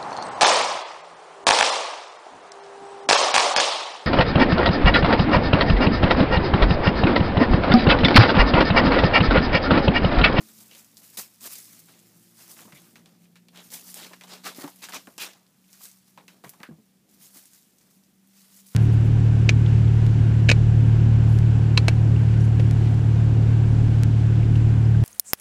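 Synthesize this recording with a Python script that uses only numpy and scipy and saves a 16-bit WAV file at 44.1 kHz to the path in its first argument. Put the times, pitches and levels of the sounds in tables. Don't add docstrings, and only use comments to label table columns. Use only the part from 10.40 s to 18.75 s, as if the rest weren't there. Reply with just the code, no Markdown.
import sys
import numpy as np
from scipy import signal
from scipy.fft import rfft, irfft, next_fast_len
from scipy.io import wavfile
from scipy.ndimage import uniform_filter1d, map_coordinates

SR = 44100
rng = np.random.default_rng(int(sys.argv[2]) if len(sys.argv) > 2 else 0)


def inscribe(sig):
    pcm = np.round(np.clip(np.atleast_2d(sig).T, -1, 1) * 32767)
    wavfile.write(sys.argv[1], SR, pcm.astype(np.int16))


N = 368219


def amp(db):
    return 10 ** (np.asarray(db) / 20)


def unit(x):
    return x / np.sqrt(np.mean(x ** 2) + 1e-20)


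def along(points, hz):
    f, v = np.transpose(points)
    return np.interp(np.log(hz + 1), np.log(f + 1), v)


def curves(rows):
    s, *cols = np.transpose(sorted(map(tuple, rows)))
    return [np.interp(np.arange(N) / SR, s, c) for c in cols]


def wobble(knots_per_s):
    knots = rng.standard_normal(int(N * knots_per_s / SR) + 4)
    return map_coordinates(knots, [np.arange(N) * knots_per_s / SR])


def filtered(x, response):
    m = next_fast_len(len(x) + 8192)
    return irfft(rfft(x, m) * response(np.fft.rfftfreq(m, 1 / SR)), m)[:len(x)]


def peak(f, hz, width_hz):
    return 1j * f * width_hz / (hz * hz - f * f + 1j * f * width_hz)


def fibres(spike_db, clump_db, patchy_db, snaps_per_s, snap_db):
    slips = rng.standard_normal(N) * amp(spike_db * wobble(900) + clump_db * wobble(180))
    snap_here = rng.random(N) < snaps_per_s / SR
    slips += snap_here * amp(snap_db) * np.clip(rng.standard_normal(N), -1.6, 1.6)
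    z = signal.stft(slips, nperseg=256)[2]
    field = uniform_filter1d(rng.standard_normal(z.shape), size=4, axis=0)
    field = uniform_filter1d(field, size=10, axis=1)
    return signal.istft(z * amp(patchy_db * unit(field)), nperseg=256)[1][:N]


def stroke_power():
    # time_s, brushing_db
    stir = [(0, -53.5), (.42, -56.5), (.5, -61), (.97, -59.5), (1.45, -62), (1.87, -59.5), (2.5, -60.5),
            (2.6, -70), (3.05, -75), (3.3, -56), (3.7, -66), (4.7, -58.5), (5.0, -73.5), (5.3, -65.5),
            (5.75, -69), (6.4, -71.5), (6.65, -75), (6.75, -62), (7.3, -66), (7.78, -74), (8.0, -59.5),
            (8.35, -59.5)]
    # start_s, swell_s, fall_s (time scale; 0 or less: at once),
    # brushing_db, scuffing_db, pressing_db (nominal peaks)
    strokes = [(0.0, 0.0027, 0.06, -71, -77, -53), (.15, 0.06, 0.07, -50, -60, -66),
               (.25, 0.028, -2.5, -54, -76, -80), (.08, .01, .08, -51.5, -61, -69),
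               (0.308, 0.0025, 0.15, -64, -55.5, -58), (.347, 0.0027, 0.24, -59, -58.5, -65),
               (.34, 0.056, 0.03, -49.5, -64, -80), (0.572, 0.0036, 0.13, -48, -64, -65),
               (.616, 0.019, .3, -50, -60.5, -74), (.69, 0.064, -1, -51, -64, -69),
               (0.77, 0.0034, 0.04, -31, -41.5, -56), (0.777, 0.011, 0.09, -31.5, -44, -47.5),
               (1.003, 0.058, 0.08, -37.5, -49, -52.5), (1.089, 0.036, 0.36, -39, -51.5, -61),
               (1.155, .003, 0.11, -44, -58, -68), (1.31, 0.019, 0.37, -51.5, -61.5, -83.5),
               (1.395, 0.0033, 0.02, -46.5, -70, -81), (1.47, .023, 0.34, -78, -59, -64),
               (1.95, 0.055, 0.28, -50, -59.5, -65.5), (2.04, 0.044, 0.33, -54, -64, -65),
               (2.088, 0.021, .1, -42, -59, -61.5), (2.158, 0.043, 0.18, -49, -55.5, -57.5),
               (2.19, .004, 0, -62, -55, -51), (2.251, .003, 0.17, -61, -75, -53.5),
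               (2.323, 0.0043, 0.06, -58, -62, -55), (2.345, 0.0072, 0.35, -54.5, -59, -60),
               (2.556, 0.0016, 0.1, -58, -56.5, -55.5), (2.654, 0.0018, 0.27, -68, -64.5, -66.5),
               (2.79, 0.052, 0, -62.5, -70, -80), (2.956, .002, 0.06, -60, -56.5, -62.5),
               (3.087, 0.0024, -0.1, -59, -78, -52), (3.126, 0.06, 0.1, -60, -54, -53),
               (3.19, 0.061, 0.1, -52, -66, -85), (3.306, 0.036, 0.14, -37.5, -47, -53),
               (3.41, 0.079, 0.17, -44, -57, -62), (3.544, 0.03, 0.25, -42.5, -48.5, -52.5),
               (3.58, 0.071, 0.07, -55, -46.5, -50), (3.705, .01, 0.05, -68, -70, -52),
               (3.725, 0.01, .04, -60, -50, -50.5), (3.81, .003, 0.16, -58, -56.5, -58),
               (3.836, .003, 0.06, -53, -59, -51.5), (3.865, 0.066, 0.1, -49.5, -46, -49),
               (4.09, 0.011, 0.09, -48, -48.5, -48), (4.034, 0.036, 0.0652, -40.5, -37, -41),
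               (4.14, 0.027, 0.38, -47, -56, -59), (4.184, 0.035, 0, -43, -46, -48),
               (4.224, 0.014, 0.07, -47, -52, -40), (4.276, 0.0022, .07, -48, -49, -61),
               (4.37, .03, 0.4, -56, -68, -66), (4.415, 0.025, 0.07, -44, -40.5, -51),
               (4.487, 0.0016, 0.0953, -44, -44, -46.5), (4.523, 0.034, .06, -42.5, -38, -42.5),
               (4.671, 0.0017, 0.07, -70, -78, -47), (4.779, 0.0025, 0.0461, -49, -39.5, -45.5),
               (4.785, 0.042, 0.0871, -37.5, -35.5, -50), (4.819, 0.019, 0.13, -54, -53, -46),
               (4.93, 0.006, 0.4, -66, -74, -63), (5.27, 0.07, 0.6, -55.5, -62.5, -75),
               (5.39, 0.052, 0.15, -44.5, -57.5, -66), (5.66, 0.022, .15, -61, -70, -75),
               (5.776, 0.0019, 0.1, -75, -63, -49.5), (5.88, 0.0018, 0.1, -57, -53, -62),
               (5.915, 0.0088, 0.23, -66.5, -73, -64.5), (6.039, 0.0018, 0.08, -49.5, -62, -44),
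               (6.06, 0.012, 0.32, -59, -65, -71), (6.094, 0.00087, .015, -39, -66, -74),
               (6.19, 0.023, .03, -64, -73, -51.5), (6.231, .002, 0.04, -52, -53.5, -43.5),
               (6.13, 0.0058, 0.16, -59, -69, -59), (6.68, .03, 0.5, -63.5, -72, -89),
               (6.79, 0.037, 0.32, -49.5, -62.5, -71), (6.93, 0.035, 0.21, -46.5, -57.5, -65.5),
               (7.1, 0.058, 0.2, -55.5, -65.5, -83), (7.37, 0.05, 0.7, -66, -72, -78),
               (7.5, 0.008, 0.24, -60.5, -79, -84), (7.93, 0.037, 0.6, -62, -65.5, -79),
               (8.1, 0.093, -0.05, -51, -63.5, -74), (8.264, 0.0023, 0.7, -53.5, -75, -85),
               (8.3, 0.04, .05, -61, -59.5, -69.5)]
    # brushing, scuffing, pressing [x 20 dB at fall_s]
    fall_speeds = [1.26, 1.146, 1.3]
    touch_db, swell_db_per_s = 7, 64
    build_s, build_share = 0.0018, 0.092
    hold_share, fall_bend = 0.19, 0.84
    stir_scuff_db, stir_press_db = -10.5, -18.5

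    stir_db, = curves(stir)
    power = amp(2 * (stir_db + np.c_[[0, stir_scuff_db, stir_press_db]]))
    for start_s, swell_s, fall_s, *peaks_db in strokes:
        first = round(max(start_s, 0) * SR)
        swell_s, fall_s = max(swell_s, 1 / SR), max(fall_s, 1 / SR)
        t = np.arange(min(N - first, SR)) / SR
        rising_db = (touch_db + swell_db_per_s * swell_s) * np.clip(1 - t / swell_s, 0, 1)
        since_hold_s = np.maximum(t - swell_s * (1 + hold_share), 0)
        falling_db = 20 * np.c_[fall_speeds] * (since_hold_s / fall_s) ** fall_bend
        landing = 1 - np.exp(-t / (build_s + build_share * swell_s))
        power[:, first:first + len(t)] += amp(2 * (np.c_[peaks_db] - rising_db - falling_db)) * landing ** 2
    return power


def cloth():
    # freq_hz, gain_db
    brush_curve = [(300, -46), (1000, -40), (2500, -19), (5000, -2.5), (8000, -1), (12000, -0.5),
                   (16000, -1)]
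    # freq_hz, gain_db
    scuff_curve = [(500, -32), (1200, -5.5), (2200, 0), (4000, 0), (7000, -4), (15000, -23)]
    # freq_hz, gain_db
    pad_curve = [(70, -57), (150, 8), (300, 7.5), (600, 3), (1100, 0), (1800, -9), (4000, -33)]
    # freq_hz, width_hz, lift_db
    hollows = [(790, 900, 5.5), (1090, 220, 1.5)]
    # start_s, end_s, freq_hz, width_hz, gain_db (on the band added)
    rings = [(0.3, 0.362, 2780, 500, 3), (2.345, 2.395, 2170, 400, 8), (3.14, 3.24, 3400, 700, 6),
             (3.53, 3.66, 3270, 500, 2.5), (3.9, 3.987, 3820, 500, -7), (4.047, 4.102, 1170, 200, 10),
             (4.398, 4.444, 2470, 150, 6.5), (4.52, 4.58, 2440, 150, 2), (4.79, 4.863, 2500, 127, 5),
             (4.8, 4.86, 4060, 300, -1.5), (5.768, 5.822, 2430, 696, 12), (6.244, 6.308, 1540, 395, 26)]

    def hollow(f):
        return 1 + sum((amp(db) - 1) * np.abs(peak(f, hz, w)) ** 2 for hz, w, db in hollows)

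    fine = fibres(spike_db=1.5, clump_db=1.3, patchy_db=1.5, snaps_per_s=200., snap_db=18.0)
    coarse = fibres(spike_db=1.0, clump_db=1.5, patchy_db=2.0, snaps_per_s=320., snap_db=14.5)
    brush = unit(filtered(fine + 0.065 * coarse, lambda f: amp(along(brush_curve, f))))
    scuff = unit(filtered(coarse, lambda f: amp(along(scuff_curve, f))))
    press = unit(filtered(coarse, lambda f: amp(along(pad_curve, f)) * hollow(f)))
    for start_s, end_s, hz, width_hz, db in rings:
        span = slice(round(start_s * SR), round(end_s * SR))
        sung = filtered(scuff[span], lambda f: peak(f, hz, width_hz))
        scuff[span] += amp(db) * signal.windows.tukey(len(sung), .4) * sung
    return np.sum(np.sqrt(stroke_power()) * [brush, scuff, press], axis=0)


def engine():
    # time_s, firing_hz, third_harmonic_db, others_db (used relative to its maximum)
    course = [(0, 54.77, -84, -50), (.7, 55.13, -76, -67), (1.4, 56.2, -63.5, -66),
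              (2.55, 57.3, -63, -57.5), (2.75, 57.5, -56.5, -69), (3.3, 59.8, -59, -58),
              (4, 61.2, -56.5, -61), (4.6, 62, -61, -64), (5.2, 63.44, -67.5, -86), (5.8, 62.8, -61, -73),
              (6.5, 63.55, -69, -79.5), (7.2, 64.4, -72.5, -94), (7.6, 64, -59.5, -85),
              (8.35, 65.2, -61.5, -88)]
    harmonics = [2, 4, 5, 6]
    # level_db (at the others' maximum), share of the fading followed
    fades = [(-70, 0.2), (-60.5, 0.77), (-70, 1.07), (-76, 0.47), (-60.5, 0.16)]
    # freq_hz, width_hz, lift_db
    wall_modes = [(112.4, 6.2, 6), (341.7, 7.8, 12.5)]
    # freq_hz, gain_db
    rumble_curve = [(30, -30), (60, 2.5), (85, -18), (130, -5), (200, 2.5), (300, -4), (450, -11.5),
                    (800, -17), (1400, -58)]
    flutter_db, phase_wobble_rad = 2.2, 0.65

    def lift_db(f):
        return sum(db * np.abs(peak(f, mode_hz, w)) ** 2 for mode_hz, w, db in wall_modes)

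    def room(f):
        return amp(along(rumble_curve, f)) * (1 + 0.94 * np.abs(peak(f, 171.0, 45)) ** 2)

    hz, third_db, others_db = curves(course)
    fading_db = others_db - others_db.max()
    *tones_db, rumble_db = [db + share * fading_db for db, share in fades]
    turn = 2 * np.pi * np.cumsum(hz) / SR
    tones = 0
    for k, db in zip([3] + harmonics, [third_db] + tones_db):
        level = amp(db + lift_db(k * hz) + flutter_db * wobble(12))
        tones = tones + level * np.sin(k * turn + phase_wobble_rad * wobble(10.))
    rumble = unit(filtered(rng.standard_normal(N), room))
    return np.sqrt(2) * tones + amp(rumble_db + 2.5 * wobble(5.3)) * rumble


def hiss():
    # freq_hz, gain_db
    floor_curve = [(200, 7), (400, -21), (800, -10), (2000, -10.5), (6000, -12), (15000, -15)]
    level_db = -67.5
    return amp(level_db) * unit(filtered(rng.standard_normal(N), lambda f: amp(along(floor_curve, f))))


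def thumps():
    # start_s, level_db, pitch_hz, t60_s
    blows = [(0.006, -46, 328, 0.1), (0.787, -55, 528, 0.063), (1.015, -51, 239.5, 0.3),
             (2.252, -42.5, 208, 0.12), (2.33, -42, 146.4, 0.15), (4.046, -45.5, 284, 0.18),
             (4.184, -32.5, 277, 0.039), (4.241, -27.5, 285.6, 0.11), (4.558, -39, 271, 0.12),
             (4.676, -41, 243, 0.051), (5.776, -50.5, 158, 0.17), (6.04, -41, 350, 0.04),
             (6.061, -41.5, 139, 0.12), (6.205, -39, 168, 0.031), (6.289, -34, 238, 0.083),
             (6.31, -34, 158, 0.16), (6.385, -46.5, 217, 0.14), (6.96, -49, 268, 0.07)]
    # multiple of pitch_hz, level_db
    modes = [(.56, -4.5), (1, 2), (1.25, -10), (2.02, -13.5)]
    out, t = np.zeros(N + SR), np.arange(SR // 3) / SR
    for start_s, db, hz, t60_s in blows:
        push = 0.81 * amp(-60 * t / 0.013) * np.sin(2 * np.pi * 1.09 * hz * t)
        fade = amp(-60 * t / np.clip(t60_s, .02, .4)) * (1 - np.exp(-t / 0.0015))
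        body = 0
        for ratio, level_db in modes:
            mode_hz = ratio * rng.normal(hz, 0.0086 * hz)
            body = body + amp(level_db) * np.sin(2 * np.pi * mode_hz * t)
        puff = unit(filtered(rng.standard_normal(len(t)), lambda f: peak(f, 530, 640) ** 2))
        blow = push + fade * (body + 0.075 * puff)
        blow = filtered(blow, lambda f: (1j * f / (85 + 1j * f)) ** 3)
        out[round(start_s * SR):][:len(t)] += amp(db) * blow / np.abs(blow).max()
    return out[:N]


def ticks():
    # start_s, snap_peak_db, centre_hz
    catches = [(0.209, -30.5, 9220), (0.313, -37, 2640), (0.336, -47, 2660), (.35, -33, 3480),
               (.446, -35, 7310), (.38, -35, 5500), (.57, -30, 5000), (.773, -26, 4500), (.794, -24, 9000),
               (1.009, -32, 6000), (1.042, -30, 4560), (1.156, -26, 6500), (1.393, -29, 11200),
               (1.486, -41.5, 1550), (1.521, -56, 2660), (1.539, -46, 2290), (1.592, -37, 8000),
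               (1.67, -40.5, 10600), (2.19, -33.5, 1500), (2.167, -39, 1810), (2.323, -34, 2000),
               (2.557, -33.5, 2140), (2.659, -38.5, 3400), (2.855, -48.5, 2500), (2.957, -37.5, 2180),
               (3.085, -38, 3400), (3.16, -34.5, 3200), (3.174, -33, 3500), (3.304, -32, 5660),
               (3.343, -20, 8900), (3.482, -39, 5100), (3.491, -35, 7160), (3.543, -17.5, 9000),
               (3.734, -33, 1720), (3.811, -31, 2150), (3.837, -29.5, 3320), (3.872, -42, 3000),
               (4.043, -30, 2500), (4.067, -24, 1200), (4.148, -32, 3900), (4.19, -33, 902),
               (4.221, -32, 8940), (4.243, -32.5, 1500), (4.277, -29.5, 865), (4.36, -32.5, 10960),
               (4.487, -29.5, 1640), (4.523, -25, 2120), (4.537, -23.5, 1280), (4.545, -20, 6100),
               (4.672, -33.5, 1280), (4.78, -21.5, 6360), (4.934, -38, 3400), (5.066, -48, 4150),
               (5.242, -50, 2770), (5.33, -31.5, 5960), (5.409, -44, 1040), (5.416, -31, 9000),
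               (5.425, -38, 8020), (5.435, -31, 9000), (5.439, -25, 9580), (5.455, -26, 6940),
               (5.515, -33.5, 7000), (5.68, -46, 6000), (5.776, -34, 1070), (5.881, -32, 2650),
               (6.039, -35.5, 1110), (6.046, -31, 1890), (6.074, -42, 2320), (6.094, -21, 12100),
               (6.137, -43, 1080), (6.203, -38.5, 1640), (6.232, -25, 1740), (6.692, -46, 6000),
               (7.056, -31, 8550), (7.068, -41, 8000), (7.134, -34.5, 7000), (7.147, -36, 7000),
               (7.224, -45, 6000), (7.385, -40, 7330), (7.412, -44, 6000), (7.504, -48, 7000),
               (7.637, -43.5, 6000), (7.874, -42, 10000), (8.017, -38, 6000), (8.198, -38, 6000),
               (8.266, -34, 9000), (8.286, -36, 7030)]
    tail_db, tail_db_per_octave, tail_t60_s = -13.5, -3, 0.14
    out, t = np.zeros(N + SR), np.arange(SR // 4) / SR
    for start_s, db, hz in catches:
        def snap_response(f):
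            low = peak(f, hz, .5 * hz) + .5 * peak(f, 2.0 * hz, 0.92 * hz)
            return low + 0.18 * hz / 5400.0 * peak(f, 4700, 12000)

        snap = 0.43 * amp(-60 * t / (12.0 / hz)) * rng.standard_normal(len(t))
        snap[0] = 4.6
        snap = filtered(snap, snap_response)
        octaves = np.log2(hz / 3e3)
        tail = unit(filtered(rng.standard_normal(len(t)), lambda f: peak(f, hz, 0.77 * hz) ** 2))
        tail *= amp(tail_db + tail_db_per_octave * octaves - 60 * (t / tail_t60_s) ** 0.61)
        out[round(start_s * SR):][:len(t)] += amp(db) * (snap / np.abs(snap).max() + tail)
    return out[:N]


def scene():
    return (cloth() + engine() + hiss() + thumps() + ticks())[None]


def record(dry):
    top_hz = 15350
    thin = filtered(dry[0], lambda f: (1j * f / (90 + 1j * f)) ** 3)
    return filtered(thin, lambda f: f < top_hz)[None]


dry = scene()
out = record(dry)
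inscribe(out)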